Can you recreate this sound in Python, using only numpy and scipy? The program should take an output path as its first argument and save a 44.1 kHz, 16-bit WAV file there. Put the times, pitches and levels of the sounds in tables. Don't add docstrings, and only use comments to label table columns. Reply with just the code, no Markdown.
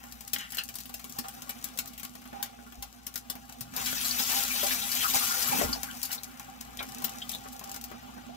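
import sys
import numpy as np
from scipy import signal
from scipy.fft import rfft, irfft, next_fast_len
from scipy.io import wavfile
from scipy.ndimage import uniform_filter1d

SR = 44100
rng = np.random.default_rng(int(sys.argv[2]) if len(sys.argv) > 2 else 0)


def output_pcm(signal):
    pcm = np.clip(np.atleast_2d(signal).T, -1, 1) * 32767
    wavfile.write(sys.argv[1], SR, np.round(pcm).astype(np.int16))


N = 368676


def gain_of(db):
    return 10 ** (np.asarray(db) / 20)


def evened(x):
    return x / np.sqrt(np.mean(x ** 2) + 1e-20)


def read(points, hz):
    f, value = np.transpose(points)
    return np.interp(np.log(hz + 1), np.log(f + 1), value)


def curve(rows, column=1):
    rows = np.array(rows)
    return np.interp(np.arange(N) / SR, rows[:, 0], rows[:, column])


def coloured(x, points):
    size = next_fast_len(x.shape[-1])
    level_db = read(points, np.fft.rfftfreq(size, 1 / SR))
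    return irfft(rfft(x, size) * gain_of(level_db), size)[..., :x.shape[-1]]


def add(mix, s, sound):
    part = mix[round(s * SR):][:len(sound)]
    part += sound[:len(part)]


def ring(x, hz, width):
    r = np.exp(-np.pi * width / SR)
    feed = (1 - r * r) / 2
    return signal.lfilter([feed, 0, -feed], [1, -2 * r * np.cos(2 * np.pi * hz / SR), r * r], x)


def grains(per_s, spread_db):
    size = gain_of(spread_db * np.minimum(rng.exponential(1, N), 5))
    return size * rng.choice([-1., 1.], N) * (rng.random(N) < per_s / SR)


def patchy(x, depth_db):
    z = signal.stft(x, nperseg=256)[2]
    field = uniform_filter1d(rng.standard_normal(z.shape), size=14, axis=0)
    field = uniform_filter1d(field, size=6, axis=-1)
    patched = z * gain_of(depth_db * evened(field))
    return evened(signal.istft(patched, nperseg=256)[1][:N])


# (t/s, rustle level/dB, change of the part below about 2.5 kHz level/dB)
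HANDLING = [(0, -56, 12), (.5, -58.5, -2), (1.3, -54.5, 6.5), (1.7, -54, 7.5), (2.05, -60, -5),
            (2.9, -61.5, -2), (3.71, -58, 4), (3.77, -37, 7), (3.95, -34.5, -8), (4.18, -33, -0.5),
            (4.275, -31.5, -4), (4.33, -28.5, 1), (4.47, -33.5, -5), (4.72, -30, 1), (4.79, -35, -3.5),
            (5.05, -30, -4.5), (5.61, -30, 6.5), (5.76, -48.5, 7.5), (6.05, -46, 5.5), (6.22, -54.5, 11),
            (6.6, -58.5, 10.5), (7.14, -51.5, 4.5), (7.84, -59.5, -18), (8.03, -59.5, -25),
            (8.36, -63, -14)]
# (t/s at the peak, level/dB)
FLAPS = [(1.65, -50.5), (3.862, -30), (4.054, -29.5), (4.11, -48), (4.201, -28.5), (4.429, -33.5),
         (5.15, -23), (5.73, -39), (5.84, -55), (6.039, -44), (6.126, -44.5)]
FLAP_RISE_S, FLAP_FADE_DB_PER_S = 0.025, 328


def handling_db():
    t, power = np.arange(N) / SR, gain_of(2 * curve(HANDLING))
    for s, db in FLAPS:
        rise = np.clip(1 + (t - s) / FLAP_RISE_S, 0, 1)
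        fade_db = FLAP_FADE_DB_PER_S * np.maximum(t - s, 0)
        power = power + (rise * gain_of(db - fade_db)) ** 2
    return 10 * np.log10(power)


# (f/Hz, level/dB per Hz)
FILM = [(150, -62), (400, -5), (900, -2.5), (1500, -1), (3000, -1), (7500, -1), (11000, -2), (16000, -2)]


def rustle():
    burst = signal.oaconvolve(abs(grains(300., 1.4)), np.exp(-np.arange(400) / 95.0))[:N]
    hiss = rng.standard_normal(N) * (1 + 0.55 * evened(abs(burst)))
    level_db = handling_db()
    film = gain_of(level_db) * patchy(coloured(hiss, FILM), 3.2)
    film += gain_of(level_db - 6.0) * evened(coloured(grains(1500., 3.), FILM))
    t, blips = np.arange(1500) / SR, np.zeros(N)
    for hz in np.geomspace(1000, 6000, num=16):
        blip = np.sin(2 * np.pi * hz * t) * t * np.exp(-t / 0.0012)
        blips += signal.oaconvolve(grains(40., 2.5), blip)[:N]
    film += gain_of(level_db - 8.) * evened(blips)
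    dull = signal.sosfilt(signal.butter(2, 2500, fs=SR, output="sos"), film)
    return film + (gain_of(curve(HANDLING, column=2)) - 1) * dull


# (t/s, level/dB)
LOW_FIZZ = [(0, -61.5), (.9, -62.5), (1.58, -55.5), (2.15, -57.5), (2.35, -55.5), (2.55, -58), (3.03, -59),
            (3.7, -58), (4.14, -50), (5.1, -50), (5.75, -52.5), (6.12, -59.5), (7.01, -51), (7.6, -55),
            (8.36, -53)]
# (f/Hz, level/dB per Hz)
FIZZ_TONE = [(90, -49), (200, 9.5), (400, 7.5), (800, 2), (1500, 2), (3000, 1.5), (7000, -9.5),
             (16000, -46)]
# (f/Hz, width f/Hz, level/dB against the fizz)
PAN = [(495, 82, -56), (708, 29, -7.5), (792.5, 30, -11), (1180, 92, -6.5)]


def simmer():
    t, bubbles = np.arange(1500) / SR, np.zeros(N)
    for hz in np.geomspace(500, 1800, num=12):
        rising_tone = np.sin(2 * np.pi * hz * (t + 8 * t ** 2))
        bubble = rising_tone * np.exp(-t * hz / 5) * np.minimum(t / 0.001, 1)
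        bubbles += signal.oaconvolve(grains(6.0, 4.7), bubble)[:N]
    fizz = patchy(coloured(rng.standard_normal(N), FIZZ_TONE), 1.8)
    pan_air = sum(gain_of(db) * evened(ring(fizz, hz, width)) for hz, width, db in PAN)
    return gain_of(curve(LOW_FIZZ) + 0.5) * (fizz + pan_air + 0.5 * evened(bubbles))


# (t/s, level/dB)
RUMBLE = [(0, -60.5), (1.8, -58), (2.75, -65), (3.54, -61), (3.7, -49), (4.3, -55.5), (5.4, -54.5),
          (5.66, -48), (5.82, -53), (6.15, -57), (8.36, -56)]
# (f/Hz, level/dB per Hz)
WORKTOP = [(20, -43), (35, -40), (55, -4.5), (85, -14), (120, -8.5), (180, -13.5), (260, -8.5), (400, -49),
           (800, -78)]
# (f/Hz, rms level/dB)
HUM = [(58, -58.5), (120, -68)]


def worktop():
    t = np.arange(N) / SR
    out = gain_of(curve(RUMBLE)) * evened(coloured(rng.standard_normal(N), WORKTOP))
    for hz, db in HUM:
        steady = np.sqrt(2) * np.sin(2 * np.pi * hz * t)
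        waver = evened(ring(rng.standard_normal(N), hz, 0.3))
        out += gain_of(db) * (steady + 0.1 * waver)
    return out


# (t/s, level/dB, body around 1-3 kHz level/dB)
SNAPS = [(.038, -34.5, -3), (0.1226, -28.5, -19), (0.207, -27, -10.5), (0.275, -26, -14),
         (0.3325, -12.5, -14.5), (0.362, -27, -10), (.3845, -21.5, -15), (0.504, -24, -15),
         (0.521, -22.5, -12), (0.546, -20.5, -29), (0.5696, -20, -12), (0.583, -18.5, -47),
         (.636, -23.5, -32), (0.689, -23.5, -9), (0.74, -31, -10), (0.754, -20.5, -13),
         (0.785, -24.5, -11.5), (0.803, -24, -18), (.856, -28, -12), (0.8932, -28.5, -5), (0.94, -19, -16),
         (0.994, -26, -7), (1.0425, -25, -10.5), (1.096, -27, -16), (1.123, -30, -34), (1.186, -13, -16),
         (1.284, -22.5, -11.5), (1.3385, -32, -23), (1.4198, -22.5, -6.5), (1.493, -18, -12),
         (1.6412, -16.5, -18.5), (1.7742, -21, -16), (1.7873, -12.5, -12.5), (1.8571, -28.5, -10),
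         (1.875, -25.5, -33), (1.9334, -31.5, -6.5), (1.978, -24, -11.5), (1.997, -25, -10),
         (2.031, -19.5, -12.5), (2.049, -25, -9), (2.152, -30.5, -4), (2.217, -35, 0), (2.254, -33, 2),
         (2.329, -41, 14), (2.427, -16.5, -14), (2.459, -30, -6), (2.59, -51, 19.5), (2.664, -41.5, 7),
         (2.722, -32.5, 0.5), (2.824, -20, -12), (2.937, -41, -18), (3.0663, -18, -15), (3.14, -29, -13),
         (3.1565, -19.5, -10.5), (3.176, -20.5, -27), (3.2988, -16, -15), (3.3533, -30, -2),
         (3.493, -36, 2.5), (3.524, -32.5, -8), (3.6077, -16.5, -15.5), (3.736, -38, 9),
         (3.763, -15.5, -25), (4.196, -19.5, -6), (4.3858, -14, -29), (4.639, -14.5, -34),
         (4.715, -14.5, -16.5), (4.916, -15, -40), (5.158, -22, 3), (5.415, -16, -17), (5.813, -39, -18),
         (5.831, -16.5, -14), (6.0295, -14.5, -29), (6.052, -18.5, -32), (6.092, -34.5, 2),
         (6.115, -18, -20), (6.127, -13.5, -20), (6.146, -20, -28), (6.234, -21.5, -28), (6.3967, -28, 0),
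         (6.609, -25.5, -9), (6.772, -32, -8), (6.805, -37, 13.5), (6.827, -25.5, -3), (6.889, -27.5, -15),
         (6.9198, -29, -10), (6.946, -31, -30), (6.984, -30, -26), (7.02, -26, -3), (7.0421, -10, -18.5),
         (7.094, -23, -17), (7.292, -16.5, -16.5), (7.317, -20.5, -12), (7.348, -23, -9),
         (7.458, -45, 19.5), (7.529, -27, -40), (7.5934, -28, -14), (7.612, -40.5, 15), (7.639, -24.5, -20),
         (7.694, -28.5, -4), (7.715, -25, -23), (7.7432, -25, -9.5), (7.761, -24, -7), (7.812, -27, -29),
         (7.8392, -23, -16), (7.914, -33.5, 6.5), (8.18, -46, 17)]
SNAP_T60_S = 0.027


def snaps():
    out, t = np.zeros(N), np.arange(4096) / SR
    lead = 64
    for (s, db, body_db), noise in zip(SNAPS, rng.standard_normal((len(SNAPS), 2, 4096))):
        rise = .0028 * gain_of(.8 * (db + 12))
        swell = np.minimum(0.29 + t / rise, 1)
        shake = swell * gain_of(-60 * np.maximum(t - rise, 0) / SNAP_T60_S)
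        lumps = gain_of(4. * evened(uniform_filter1d(noise[1], size=16)))
        rattle = np.roll(noise[0] * shake * lumps, lead)
        tilt = [(120, body_db + 8.5), (500, body_db + 10.5), (1500, body_db + 13.5),
                (4500, 0.006), (16000, 0.01)]
        add(out, s - lead / SR, gain_of(db - 9.0) * coloured(rattle, tilt))
    return out


# (t/s, level/dB)
SPIKES = [(0.0393, -29), (0.1234, -21), (0.2098, -21), (0.2798, -18), (0.3337, -8), (0.3454, -16),
          (0.3844, -22), (0.4106, -20), (0.5714, -18), (0.6811, -24), (0.6895, -17), (0.7429, -22),
          (0.7864, -20), (0.8046, -21), (1.0428, -21), (1.1242, -19), (1.1717, -30), (1.2843, -20),
          (1.4212, -18), (1.4813, -30), (1.508, -17), (1.5843, -32), (1.5896, -27), (1.616, -29),
          (1.6272, -24), (1.6428, -12), (1.6879, -24), (1.7892, -11), (1.8591, -22), (2.0518, -18),
          (2.0951, -27), (2.1387, -32), (2.1547, -27), (2.2428, -32), (2.2768, -29), (2.7555, -29),
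          (3.0689, -17), (3.1412, -22), (3.1584, -11), (3.4971, -23), (3.5255, -25), (3.5869, -33),
          (3.7398, -22), (5.8328, -11), (6.0173, -17), (6.234, -15), (6.2439, -18), (6.3757, -29),
          (6.3971, -19), (6.6117, -15), (6.6512, -29), (6.7723, -19), (6.8683, -28), (6.9214, -21),
          (6.9479, -18), (6.9846, -19), (7.0949, -17), (7.1204, -26), (7.1372, -25), (7.1588, -26),
          (7.1838, -28), (7.1947, -29), (7.2947, -14), (7.3161, -17), (7.3388, -18), (7.3854, -27),
          (7.4396, -27), (7.4867, -22), (7.5294, -25), (7.5648, -25), (7.5944, -20), (7.6409, -21),
          (7.6756, -26), (7.6952, -20), (7.7163, -17), (7.7439, -21), (7.7636, -20), (7.8129, -20),
          (7.841, -15), (7.9036, -31)]
BOUNCE = (68, .45)


def cracks():
    train, t = np.zeros(N), np.arange(200) / SR
    for s, db in SPIKES:
        add(train, s, gain_of([db]))
    level_db = handling_db()
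    train += gain_of(np.minimum(level_db, -50.) + 18.) * abs(grains(60., 3.))
    train += gain_of(level_db + 7.) * grains(700., 3.)
    delay, share = BOUNCE
    train += share * np.roll(train, delay)
    pulse = -np.cos(2 * np.pi * 6500 * t) * np.exp(-t / .0001)
    cracking = signal.oaconvolve(train, pulse)[:N]
    return gain_of(2.5) * coloured(cracking, [(300, -20), (1500, -6.), (4000, 0)])


# (t/s, level/dB, centre f/Hz, length t/s, lower pocket against the centre level/dB)
SCRAPES = [(0.36, -17, 2870, 0.01, 5), (0.384, -28.5, 2830, 0.098, 6), (0.421, -45, 2950, 0.1, 13),
           (0.522, -38, 2760, 0.067, 11), (0.579, -16, 2720, 0.036, -1), (0.581, -15.5, 4460, 0.022, -11),
           (0.604, -30.5, 2600, 0.033, 6), (3.929, -9, 1320, 0.0045, -3.5), (4.19, -16.5, 3800, 0.019, -17),
           (4.309, -25, 920, 0.074, -22), (4.108, -11.5, 4430, 0.014, -15),
           (4.502, -15.5, 2360, 0.028, -21), (4.592, -19.5, 3070, 0.027, -16),
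           (4.611, -16, 3330, 0.029, -21), (4.707, -8.5, 1910, 0.016, -21), (4.72, -17, 2800, .012, -20),
           (4.813, -17.5, 3800, 0.039, -19), (4.915, -16, 4500, .015, -20), (5.003, -17.5, 3170, 0.031, -3),
           (5.025, -16, 2630, 0.031, 2), (5.039, -7, 1245, 0.03, -30), (5.203, -15, 1230, 0.056, -11),
           (5.137, -14, 820, 0.026, -10), (5.304, -15.5, 1390, 0.055, -32),
           (5.505, -17.5, 835, 0.061, -4.5), (5.728, -8, 4690, 0.015, -13),
           (5.882, -22.5, 1530, 0.041, -24), (5.903, -28, 2920, 0.027, -20), (6.105, -25.5, 2650, 0.014, 5),
           (6.178, -24.5, 4030, 0.016, -21), (6.788, -16.5, 3480, 0.02, -5.5),
           (6.793, -25, 2270, 0.042, -5), (7.078, -24, 2870, 0.022, -7), (7.217, -18.5, 3130, 0.022, -10),
           (7.331, -21.5, 3530, 0.02, -15), (7.346, -20.5, 3740, 0.02, -16)]
POCKET_WIDTH = .14


def scrapes():
    out = np.zeros(N)
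    for (s, db, hz, length, low_db), noise in zip(SCRAPES, rng.standard_normal((len(SCRAPES), 8192))):
        u = np.arange(8192) / SR / max(length, .005)
        grit = noise * abs(noise)
        width = POCKET_WIDTH * hz
        high = evened(ring(ring(grit, hz, width), hz, 2 * width))
        low = evened(ring(grit, 0.65 * hz, 0.22 * hz))
        puff = np.minimum(u / 0.15, 1) * np.exp(-2.2 * u ** 2)
        add(out, s, gain_of(db - 11.0) * (high + gain_of(low_db) * low) * puff)
    return out


# (start t/s, length t/s, rms level/dB of the tone)
HELD_TONES = [(1.155, 0.044, -52), (1.238, 0.024, -40.5), (1.36, 0.038, -52), (2.25, 0.033, -58),
              (2.327, 0.087, -48), (2.44, 0.06, -53), (3.3, 0.077, -63), (3.77, 0.058, -41.5),
              (4.29, 0.096, -41.5), (5.8, 0.039, -68), (6.79, 0.039, -46), (6.96, 0.14, -53),
              (7.108, 0.066, -55), (7.439, 0.031, -47.5), (7.525, 0.031, -53), (7.623, 0.072, -48.5),
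              (7.68, 0.089, -50), (7.912, 0.05, -53), (8.014, 0.044, -53)]
HELD_HZ = 789


def held_tones():
    out, t = np.zeros(N), np.arange(8192) / SR
    for (s, length, db), noise in zip(HELD_TONES, rng.standard_normal((len(HELD_TONES), 2, 8192))):
        hz = HELD_HZ * (1 + .03 * evened(uniform_filter1d(noise[0], size=600)))
        tone = np.sqrt(2) * np.sin(2 * np.pi * np.cumsum(hz) / SR)
        grainy = 1.2 * evened(ring(noise[1] * abs(noise[1]), 920, 700))
        hold = np.clip(np.minimum(t / 0.0026, (length - t) / 0.008 + 1), 0, 1)
        add(out, s, gain_of(db) * (tone + grainy) * hold)
    return out


# (t/s, level/dB, centre of the blow f/Hz)
KNOCKS = [(1.738, -53, 53.6), (2.258, -50, 55), (2.329, -54, 700), (2.769, -42.5, 54), (3.61, -37, 129),
          (4.63, -21, 590), (4.645, -40, 780), (5.489, -32, 125), (5.542, -34, 292), (5.612, -18.5, 516),
          (5.576, -30, 250), (5.625, -27, 122), (5.642, -43, 282), (5.629, -27.5, 54), (5.688, -38, 263),
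          (5.75, -37, 815)]
# (f/Hz, time to fade by 60 dB t/s)
BOARD = [(54, 0.39), (125, 0.078), (292, 0.24), (585, 0.078), (780, 0.2)]
REACH_DB_PER_OCTAVE = 28


def knocks():
    out, t = np.zeros(N), np.arange(SR // 2) / SR
    for (s, db, hz), noise in zip(KNOCKS, rng.standard_normal((len(KNOCKS), SR // 2))):
        board = np.zeros(len(t))
        for f, t60 in BOARD:
            loss_db = REACH_DB_PER_OCTAVE * abs(np.log2(f / hz)) + 60 * t / t60
            board += gain_of(-loss_db) * np.sin(2 * np.pi * f * t)
        puff = evened(ring(noise, hz, 0.24 * hz)) * gain_of(-120 * t / read(BOARD, hz))
        onset = np.minimum(t * hz, 1)
        add(out, s, gain_of(db) * (board + 1.42 * puff) * onset)
    return out


# (f/Hz, time to fade by 60 dB t/s)
KITCHEN = [(200, 0.19), (1500, 0.12), (5000, 0.12), (15000, 0.073)]
LAG = 13


def kitchen(x, wet_db, count=8):
    turn = np.arange(N) / (.025 * SR) % count
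    out = np.array([x, 0 * x])
    slots = np.arange(60, SR // 3 - 20, 20)
    for k in range(count):
        taps = np.zeros((2, SR // 3))
        at = slots + rng.integers(0, 20, (2, len(slots)))
        np.put_along_axis(taps, at, rng.choice([-1., 1.], at.shape), 1)
        hz, t, z = signal.stft(taps, SR, nperseg=128)
        fade = gain_of(-60 * t / read(KITCHEN, hz)[:, None])
        tail = signal.istft(z * fade, SR, nperseg=128)[1]
        tail = coloured(tail, [(120, -5.5), (700, 9.0)])
        tail *= gain_of(wet_db) / np.linalg.norm(tail[0])
        away = abs((turn - k + count / 2) % count - count / 2)
        share = np.cos(np.pi / 2 * np.minimum(away, 1))
        out[1] += np.roll(x * share ** 2, LAG + rng.integers(-3, 4))
        out += signal.fftconvolve((x * share)[None], tail, axes=1)[:, :N]
    return out


def scene():
    out = kitchen(snaps() + knocks(), -0.27)
    out += kitchen(cracks() + held_tones() + scrapes(), -7.5)
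    return out + kitchen(rustle() + simmer(), 0.62) + worktop()


# (peak f/Hz, width f/Hz, following dip f/Hz, width f/Hz)
CUP = [(247, 17, 440, 170), (804, 27, 990, 130), (1400, 42, 1600, 260)]
# (f/Hz, level/dB)
LEFT_TONE = [(25, -9), (50, -1), (250, 0.5), (500, -5), (2000, -5), (7600, -2), (9200, -4), (12000, 3),
             (15600, 2.5), (16100, -46)]
# (f/Hz, level/dB)
RIGHT_TONE = [(25, -36), (50, -24.5), (150, -23), (600, -18), (1200, -22.5), (2300, -4), (7600, -7),
              (8400, -16.5), (15600, -3.5), (16100, -47)]
EDGE_HZ = 16990


def record(dry):
    size = next_fast_len(N + SR)
    f = np.fft.rfftfreq(size, 1 / SR)
    column = np.ones(len(f), dtype=complex)
    for hz, width, dip, wide in CUP:
        column *= (dip ** 2 - f ** 2 + 1j * f * wide) / (hz ** 2 - f ** 2 + 1j * f * width)
    in_cup = irfft(rfft(dry[1], size) * column, size)[:N]
    ports = np.array([coloured(dry[0], LEFT_TONE), coloured(in_cup, RIGHT_TONE)])
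    low_pass = signal.firwin(511, EDGE_HZ, window=("kaiser", 9), fs=SR)
    return signal.oaconvolve(ports, low_pass[None], "same")


dry = scene()
out = record(dry)
output_pcm(out)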